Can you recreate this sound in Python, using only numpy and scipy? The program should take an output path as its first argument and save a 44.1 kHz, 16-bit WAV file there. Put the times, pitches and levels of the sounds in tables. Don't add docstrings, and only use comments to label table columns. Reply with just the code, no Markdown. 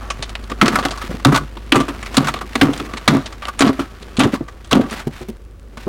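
import sys
import numpy as np
from scipy import signal
from scipy.fft import rfft, irfft, next_fast_len
from scipy.io import wavfile
from scipy.ndimage import uniform_filter1d

SR = 44100
rng = np.random.default_rng(int(sys.argv[2]) if len(sys.argv) > 2 else 0)


def dump(signal):
    limited = np.clip(np.atleast_2d(signal).T, -1, 1)
    pcm = np.round(limited * 32767).astype(np.int16)
    wavfile.write(sys.argv[1], SR, pcm)


N = 259308

# (frequency [Hz], width [Hz], relative gain [dB])
BLADE_MODES = [(146, 36, 9), (229, 43, 16), (262, 64, 4.5), (335, 79, 11.5), (420, 31, -8.5), (501, 17, -1),
               (546, 30, -40.5)]
# (frequency [Hz], width [Hz], relative gain [dB])
SHOVEL_MODES = [(738, 99, 9), (997, 230, 4), (1151, 70, 17), (1290, 80, 9.5), (1443.5, 40, 8)]
# (frequency [Hz], relative gain [dB])
CRUST_SPECTRUM = [(290, -16.5), (500, -8.5), (1650, -11), (3320, -9.5), (4380, -12), (5210, -17.5),
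                  (9070, -16.5), (9750, -15.5), (14400, -57.5), (16200, -103)]
# (frequency [Hz], relative gain [dB])
CRUMB_SPECTRUM = [(240, -31.5), (400, -20), (688, -9), (983, -6), (1170, -6), (1940, -6.5), (3610, -12.5),
                  (9440, -25.5), (16200, -31.5)]


def amp(db):
    return 10 ** (np.asarray(db) / 20)


def evened(x):
    return x / np.sqrt(np.mean(x ** 2) + 1e-20)


def along(rows):
    times, *columns = np.transpose(rows)
    return [np.interp(np.arange(N) / SR, times, column) for column in columns]


def colour(x, points, tilt_db=0.):
    size = next_fast_len(len(x) + 512)
    hz = np.fft.rfftfreq(size, 1 / SR) + 1
    point_hz, point_db = np.transpose(points)
    shape_db = np.interp(np.log(hz), np.log(point_hz), point_db)
    shape_db += tilt_db * np.log2(np.maximum(hz, 500) / 3000)
    return irfft(rfft(x, size) * amp(shape_db), size)[:len(x)]


def ring(x, modes):
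    out = np.zeros(len(x))
    for hz, width, db in modes:
        b, a = signal.iirpeak(hz, hz / width, SR)
        out += amp(db) * signal.lfilter(b, a, x)
    return out


def resonate(x, hz, width):
    carrier = np.exp(2j * np.pi * np.cumsum(hz * np.ones(len(x))) / SR)
    pole = np.exp(-np.pi * width / SR)
    smoothed = signal.lfilter([1], np.convolve([1, -pole], [1, -pole]), x / carrier)
    return (carrier * smoothed).real


def steadied(x, s):
    power = uniform_filter1d(x ** 2, round(s * SR))
    return x / np.sqrt(power + 0.054 * np.mean(x ** 2))


def grit(per_s, spread_db, count=N):
    chance = rng.random(count)
    size = np.minimum(rng.exponential(1, count), 4)
    polarity = rng.standard_normal(count)
    return (chance < per_s / SR) * amp(spread_db * size) * polarity


def add(mix, s, sound):
    part = mix[round(s * SR):][:len(sound)]
    part += sound[:len(part)]


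def night():
    # (frequency [Hz], relative gain [dB])
    night_spectrum = [(35, -28), (60, -20), (136, -33), (340, -38.5), (382, -33.5), (410, -37.5),
                      (569, -38), (625, -50), (13500, -71), (16200, -67.5)]
    return amp(-42.5) * evened(colour(rng.standard_normal(N), night_spectrum))


def truck():
    # (time [s], firing rate [Hz], level [dB])
    idle = [(0, 25.23, -29), (1.5, 25.83, -29), (3, 26.2, -34), (4.5, 25.73, -36.5), (5.88, 25.37, -35.5)]
    # (multiple of the firing rate, relative level [dB])
    orders = [(2, -2.5), (3, -15.5), (4, -16.5), (8, -23)]
    firing_hz, level_db = along(idle)
    cycles = np.cumsum(firing_hz) / SR
    out = np.zeros(N)
    for k, order_db in orders:
        drift = uniform_filter1d(rng.standard_normal(N), 3000)
        waver = evened(uniform_filter1d(drift, 3000))
        phase = 2 * np.pi * (round(k) * cycles + 0.045 * k * waver)
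        out += amp(order_db + 0.15 * k * waver) * np.sin(phase)
    return np.sqrt(2) * amp(level_db) * out


def specks():
    return amp(-66) * evened(colour(grit(30, 2.5), CRUST_SPECTRUM, 2.5))


def slides():
    # (start [s], end [s], level [dB], brightness [dB an octave])
    grain_bursts = [(0.017, 0.1, -40, -11), (1.007, 1.084, -34.5, 0.5), (3.429, 3.478, -34.5, -3.5),
                    (4.319, 4.366, -31, -0.5), (4.903, 5.035, -35, -0.5), (5.117, 5.245, -40.5, 0.3),
                    (5.07, 5.086, -40, 3.5), (5.284, 5.305, -43, 5), (5.786, 5.849, -44, 0.5)]
    out = np.zeros(N)
    for start, end, db, tilt_db in grain_bursts:
        count = round((end - start) * SR)
        clumps = evened(uniform_filter1d(rng.standard_normal(6000), 500))
        grains = colour(grit(6000, 2.2, count=6000), CRUMB_SPECTRUM, tilt_db)
        burst = evened(grains * amp(2.5 * clumps))[:count]
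        add(out, start, amp(db) * burst * signal.windows.tukey(len(burst), .2))
    return out


def drag():
    # (time [s], crumb level [dB], shovel level [dB])
    scrape = [(0, -44.5, -40.5), (.56, -46.5, -47.5), (.74, -31, -26), (.83, -42, -27), (1.01, -39.5, -39),
              (1.15, -36.5, -63), (1.24, -47, -56), (1.79, -46.5, -53), (1.91, -42.5, -33),
              (2.13, -39, -65), (2.24, -27, -35), (2.39, -47, -57), (2.62, -34.5, -44), (2.75, -33, -48),
              (2.93, -42, -38), (3.26, -44.5, -41.5), (3.46, -50, -60), (3.68, -39, -46),
              (3.93, -47.5, -48), (4.32, -43.5, -49), (4.47, -55.5, -51), (4.72, -49.5, -57),
              (4.85, -46, -51), (4.93, -29.5, -46), (5.09, -52, -51), (5.29, -53, -62), (5.53, -68, -58),
              (5.88, -46.5, -71)]
    crumbs_db, rattle_db = along(scrape)
    judder_db = -41.5 + 0.68 * (crumbs_db + 43.5)
    judder = evened(ring(grit(400, 0.83), BLADE_MODES))
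    rattle = evened(ring(grit(900, 1), SHOVEL_MODES))
    clumps = evened(uniform_filter1d(rng.standard_normal(N), 300))
    crumbs = evened(colour(grit(7000, 1.2), CRUMB_SPECTRUM) * amp(3.1 * clumps))
    return amp(judder_db) * judder + amp(rattle_db) * rattle + amp(crumbs_db) * crumbs


def thumps():
    # (time [s], relative level [dB], pitch [Hz], 60 dB decay time [s], held to 0.3 s at most)
    knocks = [(0.192, -27.5, 130, 0.076), (0.511, -21.5, 297, 0.079), (0.677, -7.5, 282, 0.072),
              (0.741, -26, 215, .13), (0.851, -22, 286, 0.13), (1.038, -30, 237, .048),
              (1.093, -25.5, 172, 0.13), (1.144, -18, 201, 0.041), (1.32, -3, 270, 0.071),
              (1.565, -34, 340, 0.082), (1.757, -4, 241, 0.099), (1.803, -8.5, 249, 0.046),
              (1.882, -25.5, 282, .17), (2.224, -7, 235, 0.064), (2.34, -23, 265, 0.054),
              (2.411, -35.5, 370, .24), (2.553, -21, 277, .11), (2.684, -9.5, 290, 0.084),
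              (2.796, -29, 296, 0.32), (2.936, -27.5, 270, 0.083), (3.127, -4, 292, .066),
              (3.164, -11, 280, 0.074), (3.689, -8.5, 267, 0.1), (3.79, -16, 276, 0.1),
              (4.024, -34, 400, .058), (4.185, -8.5, 224, 0.044), (4.255, -5, 230, 0.057),
              (4.334, -15, 256, 0.094), (4.408, -17, 306, 0.065), (4.766, 0, 243, 0.067),
              (4.792, -5, 238, 0.098), (5.069, -17, 144, 0.071), (5.21, -27.5, 362, 0.096),
              (5.286, -24.5, 222, 0.081), (5.773, -35.5, 172, .091), (5.868, -12.5, 205, 0.072)]
    t = np.arange(8000) / SR
    tone, push = np.zeros(N), np.zeros(N)
    for s, db, hz, t60 in knocks:
        t60 = np.clip(t60, .02, .3)
        swell = (1 - np.exp(-t / 0.0017)) * amp(-60 * t / t60)
        add(tone, s, amp(db + 6.0) * swell * np.sin(2 * np.pi * hz * t))
        knock = amp(-60 * t / 0.013) * np.sin(2 * np.pi * 1.86 * hz * t)
        add(tone, s, amp(db - 2.5) * knock)
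        add(push, s, amp(db + 8.5) * swell * rng.standard_normal(len(t)))
    b, a = signal.butter(2, 700, fs=SR)
    return tone + ring(signal.lfilter(b, a, push), BLADE_MODES)


def shudder():
    # (start [s], drive [s], release [s], relative blow level [dB],
    # relative level at lift-off [dB], main pitch [Hz], deep mode gain [dB])
    strokes = [(.61, 0.072, 0.15, 3.5, -15.5, 241, -14), (1.25, 0.09, .12, 3, -23, 270, 3),
               (1.72, 0.099, 0.053, 3, -20.5, 286, -27), (2.17, 0.06, 0.1, 3.5, -18, 256, -2),
               (2.61, 0.08, 0.053, 4.5, -19, 288, -3), (3.08, .09, 0.043, 2.5, -16.5, 257, -2.5),
               (3.6, 0.097, 0.023, -6, -11, 257, -16.5), (4.19, 0.062, 0.058, -9, -13, 272, -9.5),
               (4.72, 0.069, 0.093, 2, -14.5, 260, -9)]
    # (frequency [Hz], width of each pole [Hz])
    deep_mode = (149.5, 20)
    release_db, freed_hz = -18, 15
    out = np.zeros(N)
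    for s, drive_s, release_s, blow_db, lift_db, pitch_hz, deep_db in strokes:
        t = np.arange(0, drive_s + release_s, 1 / SR)
        knees = [0, drive_s, drive_s + release_s]
        db = np.interp(t, knees, [blow_db, lift_db, lift_db + release_db])
        hz = np.interp(t, knees, [pitch_hz, pitch_hz, pitch_hz + freed_hz])
        slips = grit(500, 1.4, count=len(t))
        main = steadied(resonate(slips, hz, 90), 0.09)
        main = main + 0.55 * evened(ring(slips, BLADE_MODES))
        deep = steadied(resonate(slips, *deep_mode), 0.089)
        crushed = colour(grit(2500, 3, count=len(t)), CRUMB_SPECTRUM, -3.5)
        crunch = evened(crushed + 0.83 * ring(crushed, SHOVEL_MODES))
        stroke = main + amp(deep_db) * deep + amp(-7) * crunch
        add(out, s, amp(db) * stroke * signal.windows.tukey(len(t), .15))
    return out


def cracks():
    # (time [s], relative level [dB], shovel level over the crack before trims [dB],
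    # 60 dB decay time [s], brightness [dB an octave])
    breaks = [(0.1022, -9.5, -7.5, .051, -2.5), (0.2256, -12.5, -18, .055, -2.5),
              (0.2931, -25.5, -4.5, 0.047, 4), (0.3536, -8.5, -13.5, 0.025, -2.5),
              (0.439, -31, -25, .023, 4), (0.4984, -26, -2, 0.094, 0.5), (0.5172, -14.5, 0, 0.027, -4),
              (0.614, 22, -7, 0.031, -2.5), (0.6575, 4, -5, 0.051, -4), (0.68, 2, -3.5, 0.038, 3),
              (0.7565, -7, 6.5, 0.032, 16), (0.7867, -9, -3.5, 0.066, -6), (0.827, -16, -15, 0.11, -6.5),
              (0.851, -10.5, 2, 0.047, -3.5), (0.884, -16, -12, 0.023, 0), (0.9082, -16, -11, 0.086, -4),
              (0.9752, -25, 1, .054, 5), (1.0136, -31.5, 6, 0.13, -3), (1.1116, -12.5, -14, 0.042, -17),
              (1.198, -18, -4.5, 0.021, -5.5), (1.2489, 12, 0, 0.024, 5.5), (1.3213, -8.5, 1.5, .084, -24),
              (1.345, -8.5, 3.5, .052, -2), (1.359, -8, 5.5, 0.037, 3), (1.3739, -19.5, 9.5, 0.041, 2),
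              (1.5701, -29, 4.5, 0.04, -3.5), (1.721, 16, -11, 0.036, -0.8), (1.7556, -1, 1.5, 0.066, -1),
              (1.8012, -14, 3.5, 0.06, 2.5), (1.8822, -24.5, 4.5, 0.088, 1), (2.0277, -20.5, -10, .052, -2),
              (2.0604, -21.5, -5, 0.057, 0.5), (2.142, -22, 0.5, 0.1, -1.5), (2.169, 4, -3.5, 0.041, 2),
              (2.1794, 18.5, -5.5, 0.018, -4.4), (2.245, -16, 3.5, .049, -1), (2.2706, -10.5, 1, 0.053, -2),
              (2.2832, -9, 5, 0.045, -0.5), (2.34, -15.5, 3.5, .034, 1.5), (2.3587, -21.5, -1.5, 0.11, -6),
              (2.3884, -26.5, -1, 0.028, .1), (2.411, -21, 4, 0.062, -8.5), (2.5545, 3, -9, .025, -3.5),
              (2.613, 13, -7, 0.032, -1), (2.734, -17, -4, 0.028, 0.5), (2.7763, -18, -13, 0.028, -2),
              (2.799, -12, -2, 0.021, -1), (2.9355, -18, -2, 0.035, 1), (2.971, -15.5, -15, .06, -3),
              (3.0779, 22.5, -16, 0.04, -3.5), (3.0974, -2, -22, .025, -32), (3.1426, -0.5, -38, 0.1, -12),
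              (3.259, -15.5, -20, 0.049, -3), (3.3244, -24.5, -4.5, 0.044, -2.3),
              (3.4217, -26.5, 2, 0.073, -1.5), (3.453, -14.5, -6.5, 0.018, 0), (3.472, -31, 8, .029, 12),
              (3.483, -26.5, 12.5, .048, -5), (3.5925, -5.5, -7.5, 0.032, 5), (3.607, 8.5, -18, 0.051, -4),
              (3.6209, 11, -4.5, 0.025, -0.5), (3.6499, 2.5, -15, 0.047, -8.5),
              (3.673, -5, -20, .075, -4.5), (3.793, -28, 10, .14, -1.5), (4.0243, -31.5, -8, 0.052, 3),
              (4.1686, -13, -19, .042, -2), (4.1925, -5.5, -17, 0.077, 8), (4.2018, 3, -10, 0.074, -5),
              (4.2345, -6, -16, 0.067, -3), (4.3396, -28.5, 9.5, 0.083, 1),
              (4.4812, -28, -2.5, 0.068, -4.5), (4.6435, -37, -6, 0.092, -1.5),
              (4.7116, -13.5, -0.5, 0.089, 2.5), (4.7286, 17, -18, 0.029, -6), (4.7664, -7, -18, 0.021, -4),
              (4.812, -6, -6, 0.04, -8.5), (4.9093, -21, -6, 0.032, 8), (4.9959, -34, 6, 0.096, 2),
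              (5.212, -37, 2, .059, 11), (5.7722, -25.5, -1, 0.047, .5)]
    t = np.arange(6000) / SR
    out = np.zeros(N)
    for s, db, ring_db, t60, tilt_db in breaks:
        t60 = np.clip(t60, .01, .3)
        rise_s = .0026 * amp(0.1 * db)
        swell = (1 - np.exp(-t / rise_s)) * amp(-60 * (t / t60) ** 1.127)
        snaps = evened(colour(grit(3500, 1.3, count=len(t)), CRUST_SPECTRUM, tilt_db))
        lump_hz = 1800 * 4 ** rng.random(3)
        lumps = ring(snaps, [(hz, 0.35 * hz, 4) for hz in lump_hz])
        dull = uniform_filter1d(snaps, 6)
        treble = (snaps - dull) * amp(-45 * t / t60)
        crust = dull + lumps + treble
        struck = [(hz, width, gain_db + 5.6 * rng.standard_normal()) for hz, width, gain_db in SHOVEL_MODES]
        shake = ring(rng.standard_normal(len(t)) * swell, struck)
        shake *= np.max(swell) / np.max(abs(shake))
        crack = amp(db - 9) * crust * swell + amp(db + ring_db + 7.0) * shake
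        add(out, s - .001, crack)
    return out


def yard(x):
    t = np.arange(8000) / SR
    tail = grit(2500, 0.5, count=len(t)) * amp(-60 * t / 0.25) * (t > .003)
    return signal.fftconvolve(x, tail / np.linalg.norm(tail))[:N]


def scene():
    work = cracks() + thumps() + shudder()
    echoes = amp(-18.0) * yard(work)
    snow = drag() + slides() + specks()
    return (work + echoes + snow + truck() + night())[None]


def record(dry):
    threshold_db, recovery_db_per_s, duck_per_db = -11, 170., .65
    power_db = 10 * np.log10(abs(uniform_filter1d(dry[0] ** 2, 300)) + 1e-12)
    fall = np.arange(N) * recovery_db_per_s / SR
    held_db = np.maximum.accumulate(power_db + fall) - fall
    over_db = np.maximum(held_db - threshold_db, 0)
    ducked = dry / amp(duck_per_db * uniform_filter1d(over_db, 150))
    clipped = np.clip(ducked, -1, 1)
    low_pass = signal.firwin(511, 16300, window=("kaiser", 9), fs=SR)
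    return signal.oaconvolve(clipped, low_pass[None], "same")


dry = scene()
out = record(dry)
dump(out)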